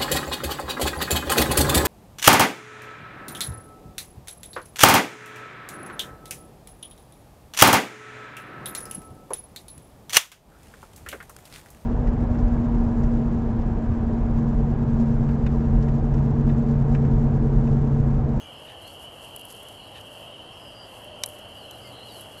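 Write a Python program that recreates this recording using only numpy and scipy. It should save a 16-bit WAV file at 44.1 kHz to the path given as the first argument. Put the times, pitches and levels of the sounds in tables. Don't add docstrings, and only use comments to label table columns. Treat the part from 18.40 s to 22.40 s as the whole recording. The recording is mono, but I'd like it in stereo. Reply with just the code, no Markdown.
import sys
import numpy as np
from scipy import signal
from scipy.fft import rfft, irfft
from scipy.io import wavfile
from scipy.ndimage import uniform_filter1d

SR = 44100
rng = np.random.default_rng(int(sys.argv[2]) if len(sys.argv) > 2 else 0)


def master(y):
    cut = np.clip(np.atleast_2d(y).T, -1, 1)
    pcm = np.round(cut * 32767)
    wavfile.write(sys.argv[1], SR, pcm.astype(np.int16))


N = 176400
T = np.arange(N) / SR
BIRD_T60_S = 0.21

# freq_hz, coherence (0-1), left_over_right_db, left_lead_rad
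FAR_IMAGE = [(50.3, 0.88, -4, 0.3), (108, 0.4, -3.5, 0.013), (232, 0.77, -2, 1), (427, 0.81, 0.5, 0.95),
             (690, 0.48, 1, 0.089), (1140, 0.25, 2, 0.89), (2200, 0, 1.5, 1), (4880, 1, 0, 0),
             (8100, 1, -1.5, 0.23)]
# freq_hz, level_db
GRASS_EQ = [(1000, -42), (2500, -5), (4400, 4), (6300, 1.5), (8200, 6), (9300, 6.5), (10800, 11),
            (12200, 9), (13000, -5)]


def amp(db):
    return 10 ** (np.asarray(db) / 20)


def unit(x):
    return x / np.sqrt(np.mean(abs(x) ** 2) + 1e-20)


def ride(points):
    return np.interp(T, *np.transpose(points))


def at_hz(points, hz, column=1):
    columns = np.transpose(points)
    return np.interp(np.log(hz + 1), np.log(columns[0]), columns[column])


def add(mix, start_s, sound):
    at = int(round(start_s * SR))
    sound = sound[max(-at, 0):]
    part = mix[max(at, 0):][:len(sound)]
    part += sound[:len(part)]


def noise(eq, envelope=1):
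    hz = np.fft.rfftfreq(N, 1 / SR)
    gain = amp(at_hz(eq, hz)) * np.minimum(hz / eq[0][0], 1) ** 2
    return unit(irfft(rfft(envelope * rng.standard_normal(N)) * gain, N))


def waver(rate_hz):
    rolloff = 1 + (np.fft.rfftfreq(N, 1 / SR) / rate_hz) ** 4
    return unit(irfft(rfft(rng.standard_normal(N)) / rolloff, N))


def swell(peak_s, width_s):
    return np.exp(-.5 * ((T - peak_s) / width_s) ** 2)


def burst(start_s, decay_s):
    return (T >= start_s) * np.exp(-np.maximum(T - start_s, 0) / decay_s)


def scatter(x, wet, t60_s):
    tail = rng.standard_normal((2, SR)) * amp(-60 * T[:SR] / t60_s)
    tail /= np.linalg.norm(tail, axis=1, keepdims=True)
    reverb = signal.fftconvolve(np.atleast_2d(x), tail, axes=1)[:, :x.shape[-1]]
    return np.sqrt(1 - wet) * x + np.sqrt(wet) * reverb


def frogs(count=420, pool_count=6):
    # time_s, level_db
    fader = [(0, -46.5), (1.2, -45), (1.6, -47.5), (1.85, -45), (2.2, -46.5), (3, -45.5), (4, -46)]
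    # time_s, left_over_right_db
    position = [(0, 3), (2.5, 2.5), (3.1, .5), (4, -0.5)]
    centre_hz, spread_hz, rise_hz, wander_hz = 2983, 190, 248.4, 30.39
    typical_peep_s, typical_period_s = 0.10986, .8
    pools = np.zeros((pool_count, N + SR))
    for i, (pitch, size, pace, phase) in enumerate(rng.standard_normal((count, 4))):
        t = np.arange(0, typical_peep_s * np.exp(0.1533 * pace), 1 / SR)
        progress = t / t[-1]
        hz = centre_hz + spread_hz * np.clip(pitch, -2, 1.75) + rise_hz * (progress - .5)
        cycles = np.cumsum(hz) / SR
        frog_db = -0.5 * np.tanh(size) - 2 * pitch ** 2
        envelope = amp(frog_db) * np.sin(np.pi * progress)
        period_s = typical_period_s * np.exp(.1 * pace)
        for k, (late, wander, accent) in enumerate(rng.standard_normal((8, 3))):
            peep = amp(3 * accent) * envelope * np.sin(2 * np.pi * (cycles + wander_hz * wander * t))
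            add(pools[i % pool_count], (k - phase % 1 + .06 * late) * period_s, peep)
    chorus = sum(scatter(pool, wet=0.74, t60_s=0.76) for pool in pools)[:, SR:]
    pan_db = ride(position) / 2
    throb_db = 0.42 * waver(rate_hz=12)
    return unit(chorus) * amp(ride(fader) + throb_db + np.array([pan_db, -pan_db]))


def far_spectra(size):
    hz = np.fft.rfftfreq(size, 1 / SR)
    parts = rng.standard_normal((4, 4 * N // size + 5, len(hz)))
    left, unrelated = parts[::2] + 1j * parts[1::2]
    coherence = np.clip(at_hz(FAR_IMAGE, hz), 0, 1)
    pan_db = at_hz(FAR_IMAGE, hz, column=2) / 2
    lag = np.exp(-1j * at_hz(FAR_IMAGE, hz, column=3))
    right = (coherence * left + np.sqrt(1 - coherence ** 2) * unrelated) * lag
    return hz, np.array([left * amp(pan_db), right * amp(-pan_db)])


def air(size=2048, patchy_db=2.0, even_below_hz=1100):
    # freq_hz, level_db
    eq = [(20, -22), (45, -8.5), (75, -1), (110, 1.5), (140, -2.5), (180, -8), (280, -4), (370, -5.5),
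          (480, -3), (610, 0), (800, -3.5), (1100, -8), (1700, -14.5), (2400, -19), (3600, -29.5),
          (4300, -22), (6200, -33.5), (9000, -30.5), (11000, -30), (13000, -69)]
    # time_s, level_db
    fader = [(0, -46), (1.2, -45.5), (2.3, -45), (2.9, -45), (4, -44.5)]
    hz, spectra = far_spectra(size)
    patches = uniform_filter1d(rng.standard_normal(spectra.shape[1:]), size=8, axis=0)
    patches = unit(uniform_filter1d(patches, size=20, axis=1))
    spectra *= amp(at_hz(eq, hz) + patchy_db * patches * hz / (hz + even_below_hz))
    wash = signal.istft(spectra.swapaxes(1, 2), nperseg=size, noverlap=size * 3 // 4)[1][:, :N]
    return unit(wash) * amp(ride(fader))


def traffic():
    # peak_s, width_s, centre_hz, half_band_hz, level_db
    whines = [(2.825, 0.14, 601, 16.4, -47), (3.3, 1.96, 568, 85, -58)]
    # peak_s, width_s, pitch_hz, level_db
    hums = [(.3, 0.25, 149, -62.5), (.52, 0.12, 95, -56), (1.75, 0.24, 103, -59.5), (2, 0.43, 118.8, -65),
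            (2.7, 0.2, 106.6, -59), (3.45, 0.22, 118.4, -53), (4.3, 2.4, 211.2, -63.5)]
    hz, out = np.fft.rfftfreq(N, 1 / SR), np.zeros((2, N))
    for peak_s, width_s, centre_hz, half_band_hz, level_db in whines:
        left = rfft(rng.standard_normal(N)) / (1 + ((hz - centre_hz) / half_band_hz) ** 4)
        lag = np.exp(-1j * at_hz(FAR_IMAGE, centre_hz, column=3))
        right = left * amp(-at_hz(FAR_IMAGE, centre_hz, column=2)) * lag
        out += unit(irfft(np.array([left, right]), N)) * amp(level_db) * swell(peak_s, width_s)
    for peak_s, width_s, pitch_hz, level_db in hums:
        cycles = np.cumsum(pitch_hz * (1 + 0.01006 * waver(rate_hz=2.97))) / SR
        pan_db = at_hz(FAR_IMAGE, pitch_hz, column=2) * np.array([[.5], [-.5]])
        out += unit(np.sin(2 * np.pi * cycles)) * amp(level_db + pan_db) * swell(peak_s, width_s)
    return out


def bird_whistles(buzz_rate_hz=145, full_buzz_hz=260, crossfeed=0.31):
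    # start_s, length_s, from_hz, to_hz, level_db, buzz (0-1)
    notes = [(0, 0.053, 6360, 6280, -62.5, 0.7), (0.03, 0.071, 2390, 2310, -60.5, .1),
             (0.139, 0.075, 5110, 5160, -67.5, 0), (0.286, 0.076, 1810, 1700, -65, .3),
             (0.422, 0.083, 3970, 4500, -57.5, 0.26), (1.368, 0.12, 4200, 4120, -61.5, 0.73),
             (1.555, 0.04, 1860, 1810, -61.5, .1), (2.116, 0.068, 5600, 5200, -65, 0.9),
             (2.174, 0.16, 5060, 4910, -60.5, 0.47), (2.335, 0.136, 4830, 4705, -54.5, 0.22),
             (2.35, 0.125, 5200, 5100, -66, 0.4), (3.149, 0.078, 5030, 4330, -63.5, 0.5),
             (3.211, 0.066, 4300, 4030, -59, 0), (3.287, 0.088, 3970, 4130, -58, .1),
             (3.403, .11, 4930, 4500, -57.5, 0.86), (3.438, 0.059, 2134, 2077, -55, 0),
             (3.509, 0.12, 4090, 4025, -55, 0.62), (3.586, 0.1, 4050, 4270, -54.5, 0.26),
             (3.675, 0.039, 4150, 3800, -51.5, 0.25), (3.68, 0.14, 4880, 3830, -55.5, 0.15),
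             (3.966, 0.068, 4250, 4200, -55, 0.5)]
    song = np.zeros(N)
    for start_s, length_s, from_hz, to_hz, level_db, buzz in notes:
        t = np.arange(0, length_s, 1 / SR)
        progress = t / length_s
        jitter = unit(uniform_filter1d(rng.standard_normal(SR), size=120))[:len(t)]
        flutter = np.sin(2 * np.pi * buzz_rate_hz * t) + .5 * jitter
        hz = from_hz + (to_hz - from_hz) * progress + buzz * full_buzz_hz * flutter
        note = np.sqrt(np.sin(np.pi * progress)) * np.sin(2 * np.pi * np.cumsum(hz) / SR)
        add(song, start_s, amp(level_db) * unit(note))
    far = scatter(song, wet=0.48, t60_s=BIRD_T60_S)
    return far + crossfeed * (far[::-1] - far)


def grass_width():
    return 0.019 * noise(GRASS_EQ) * np.array([[1], [-1]])


def grass_rustle(grains_per_s=8500, grain_decay_s=0.0027):
    # time_s, level_db
    fader = [(0, -61), (.14, -65), (.21, -59), (.35, -64.5), (.48, -57.5), (.7, -63), (.82, -58), (.9, -57),
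             (1.07, -58.5), (1.13, -52.5), (1.21, -59), (1.26, -60.5), (1.31, -55), (1.42, -65),
             (1.62, -60.5), (1.84, -58.5), (1.94, -69.5), (2.12, -63), (2.43, -67), (2.58, -56),
             (2.72, -67), (2.8, -65), (2.89, -57), (3.07, -65), (3.17, -60), (3.62, -61), (3.79, -54),
             (3.88, -58), (4, -58)]
    strength = rng.standard_normal(N) * amp(2 * np.minimum(rng.exponential(1, N), 4))
    grains = strength * (rng.random(N) < grains_per_s / SR)
    energy = signal.lfilter([1], [1, -np.exp(-2 / (grain_decay_s * SR))], grains ** 2)
    rustle = noise(GRASS_EQ, envelope=np.sqrt(energy))
    flutter_db = 2 * unit(uniform_filter1d(rng.standard_normal(N), size=int(.04 * SR)))
    return (rustle + grass_width()) * amp(ride(fader) + flutter_db)


def bird_rasps():
    # peak_s, width_s, level_db
    rasps = [(0.3, 0.031, -52), (1.57, 0.019, -49)]
    # freq_hz, level_db
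    eq = [(1200, -28), (1600, -6), (1800, 2), (2050, -9), (2600, -1), (3900, -6.5), (5200, -19.5)]
    return noise(eq) * sum(amp(level_db) * swell(peak_s, width_s) for peak_s, width_s, level_db in rasps)


def stalk_ticks(ping_hz=10960, ping_peak_s=0.00021):
    # start_s, top_db, body_db, decay_s
    ticks = [(0.423, -43, -60, .002), (.477, -45, -47, 0.003), (.595, -48, -50, .002),
             (0.963, -24, -40, 0.001), (.9938, -43, -48, 0.007), (1.0122, -40, -47, 0.0021),
             (1.0523, -36, -49, 0.0024), (1.085, -42, -56, 0.002), (1.102, -47, -41.5, 0.0059),
             (1.1128, -43, -44, 0.0027), (1.125, -34, -45, 0.0019), (1.149, -45, -53, 0.0034),
             (1.164, -47, -46, 0.0023), (1.231, -39, -53, 0.0024), (1.286, -40.5, -41, 0.0022),
             (1.611, -49, -43, 0.002), (2.645, -44, -56, 0.0023), (2.861, -23.5, -34, 0.0019),
             (2.868, -42, -54, 0.0034), (2.8765, -42, -54, .002), (2.8874, -34, -47, 0.0034),
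             (2.899, -45, -56, 0.0027), (2.987, -50, -51, 0.0088), (3.3108, -34.5, -34.5, 0.0015),
             (3.722, -45, -61, .003), (3.81, -34, -61, 0.0036)]
    # freq_hz, level_db
    top_eq = [(5000, -30), (8000, -18), (9800, 9.5), (11000, 8), (13000, 4)]
    # freq_hz, level_db
    body_eq = [(900, -15), (2500, -11), (4200, -3), (7000, -1.5), (10000, -4)]
    top, body = noise(top_eq) + grass_width(), noise(body_eq)
    t = T[:SR // 100]
    ping = t / ping_peak_s * np.exp(1 - t / ping_peak_s) * np.sin(2 * np.pi * ping_hz * t)
    crunches, pings = np.zeros((2, N)), np.zeros(N)
    for start_s, top_db, body_db, decay_s in ticks:
        crunches += burst(start_s, decay_s) * (amp(top_db) * top + amp(body_db) * body)
        add(pings, start_s, amp(top_db - 10) * ping)
    return crunches + pings


def bird_trills(rate_hz=69.3, depth_hz=90, sag_hz=142, left_lead_rad=2.8, right_db=-2):
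    # start_s, length_s, pitch_hz, level_db
    trills = [(1.391, 0.19, 4060, -59), (1.783, .31, 3850, -59)]
    out = np.zeros((2, N))
    for start_s, length_s, pitch_hz, level_db in trills:
        t = np.arange(0, length_s, 1 / SR)
        arch = np.sin(np.pi * t / length_s)
        hz = pitch_hz - sag_hz * arch + depth_hz * np.sin(2 * np.pi * rate_hz * t)
        phase = 2 * np.pi * np.cumsum(hz) / SR
        add(out[0], start_s, amp(level_db) * unit(arch * np.sin(phase + left_lead_rad)))
        add(out[1], start_s, amp(level_db + right_db) * unit(arch * np.sin(phase)))
    return scatter(out, wet=0.063, t60_s=BIRD_T60_S)


def twig_snap(wide_below_hz=2900, echo_s=.0043, low_cut_hz=917):
    # start_s, level_db
    cracks = [(2.8363, -1.5), (2.8376, -6)]
    # pitch_hz, level_db, t60_s
    modes = [(1160, -22.5, 0.01), (1620, -30, 0.005), (2730, -27, 0.011), (2980, -22.5, 0.019),
             (3950, -26.5, 0.02), (4450, -27.5, 0.015), (4950, -31.5, .01), (5330, -24, 0.0068),
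             (6820, -28, 0.0042), (8020, -23.5, 0.006), (10100, -42, .007)]
    out, t = np.zeros((2, N)), T[:SR // 10]
    for channel, side in zip(out, (-1, 1)):
        ring = np.zeros(len(t))
        for pitch_hz, level_db, t60_s in modes:
            offset_rad = side * .9 / (1 + (pitch_hz / wide_below_hz) ** 6)
            ring += amp(level_db - 60 * t / t60_s) * np.sin(2 * np.pi * pitch_hz * t + offset_rad)
        for start_s, level_db in cracks:
            add(channel, start_s, amp(level_db) * ring)
    # freq_hz, level_db
    splinter_eq = [(1000, -4), (3000, 2.5), (8000, 0.5), (11000, -3), (13000, -12)]
    spray = sum(amp(level_db) * burst(start_s, decay_s=0.0016) for start_s, level_db in cracks)
    out += amp(-18.5) * noise(splinter_eq) * spray
    echo = amp(-12.5) * np.roll(uniform_filter1d(out, size=4), int(echo_s * SR), axis=1)
    return signal.sosfilt(signal.butter(4, low_cut_hz, "highpass", fs=SR, output="sos"), out + echo)


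def scene():
    return (frogs() + air() + traffic() + bird_whistles() + grass_rustle()
            + bird_rasps() + stalk_ticks() + bird_trills() + twig_snap())


def record(dry, high_cut_hz=13050):
    lowpass = signal.firwin(601, high_cut_hz, window=("kaiser", 8), fs=SR)
    return signal.oaconvolve(dry, lowpass[None], "same")


dry = scene()
out = record(dry)
master(out)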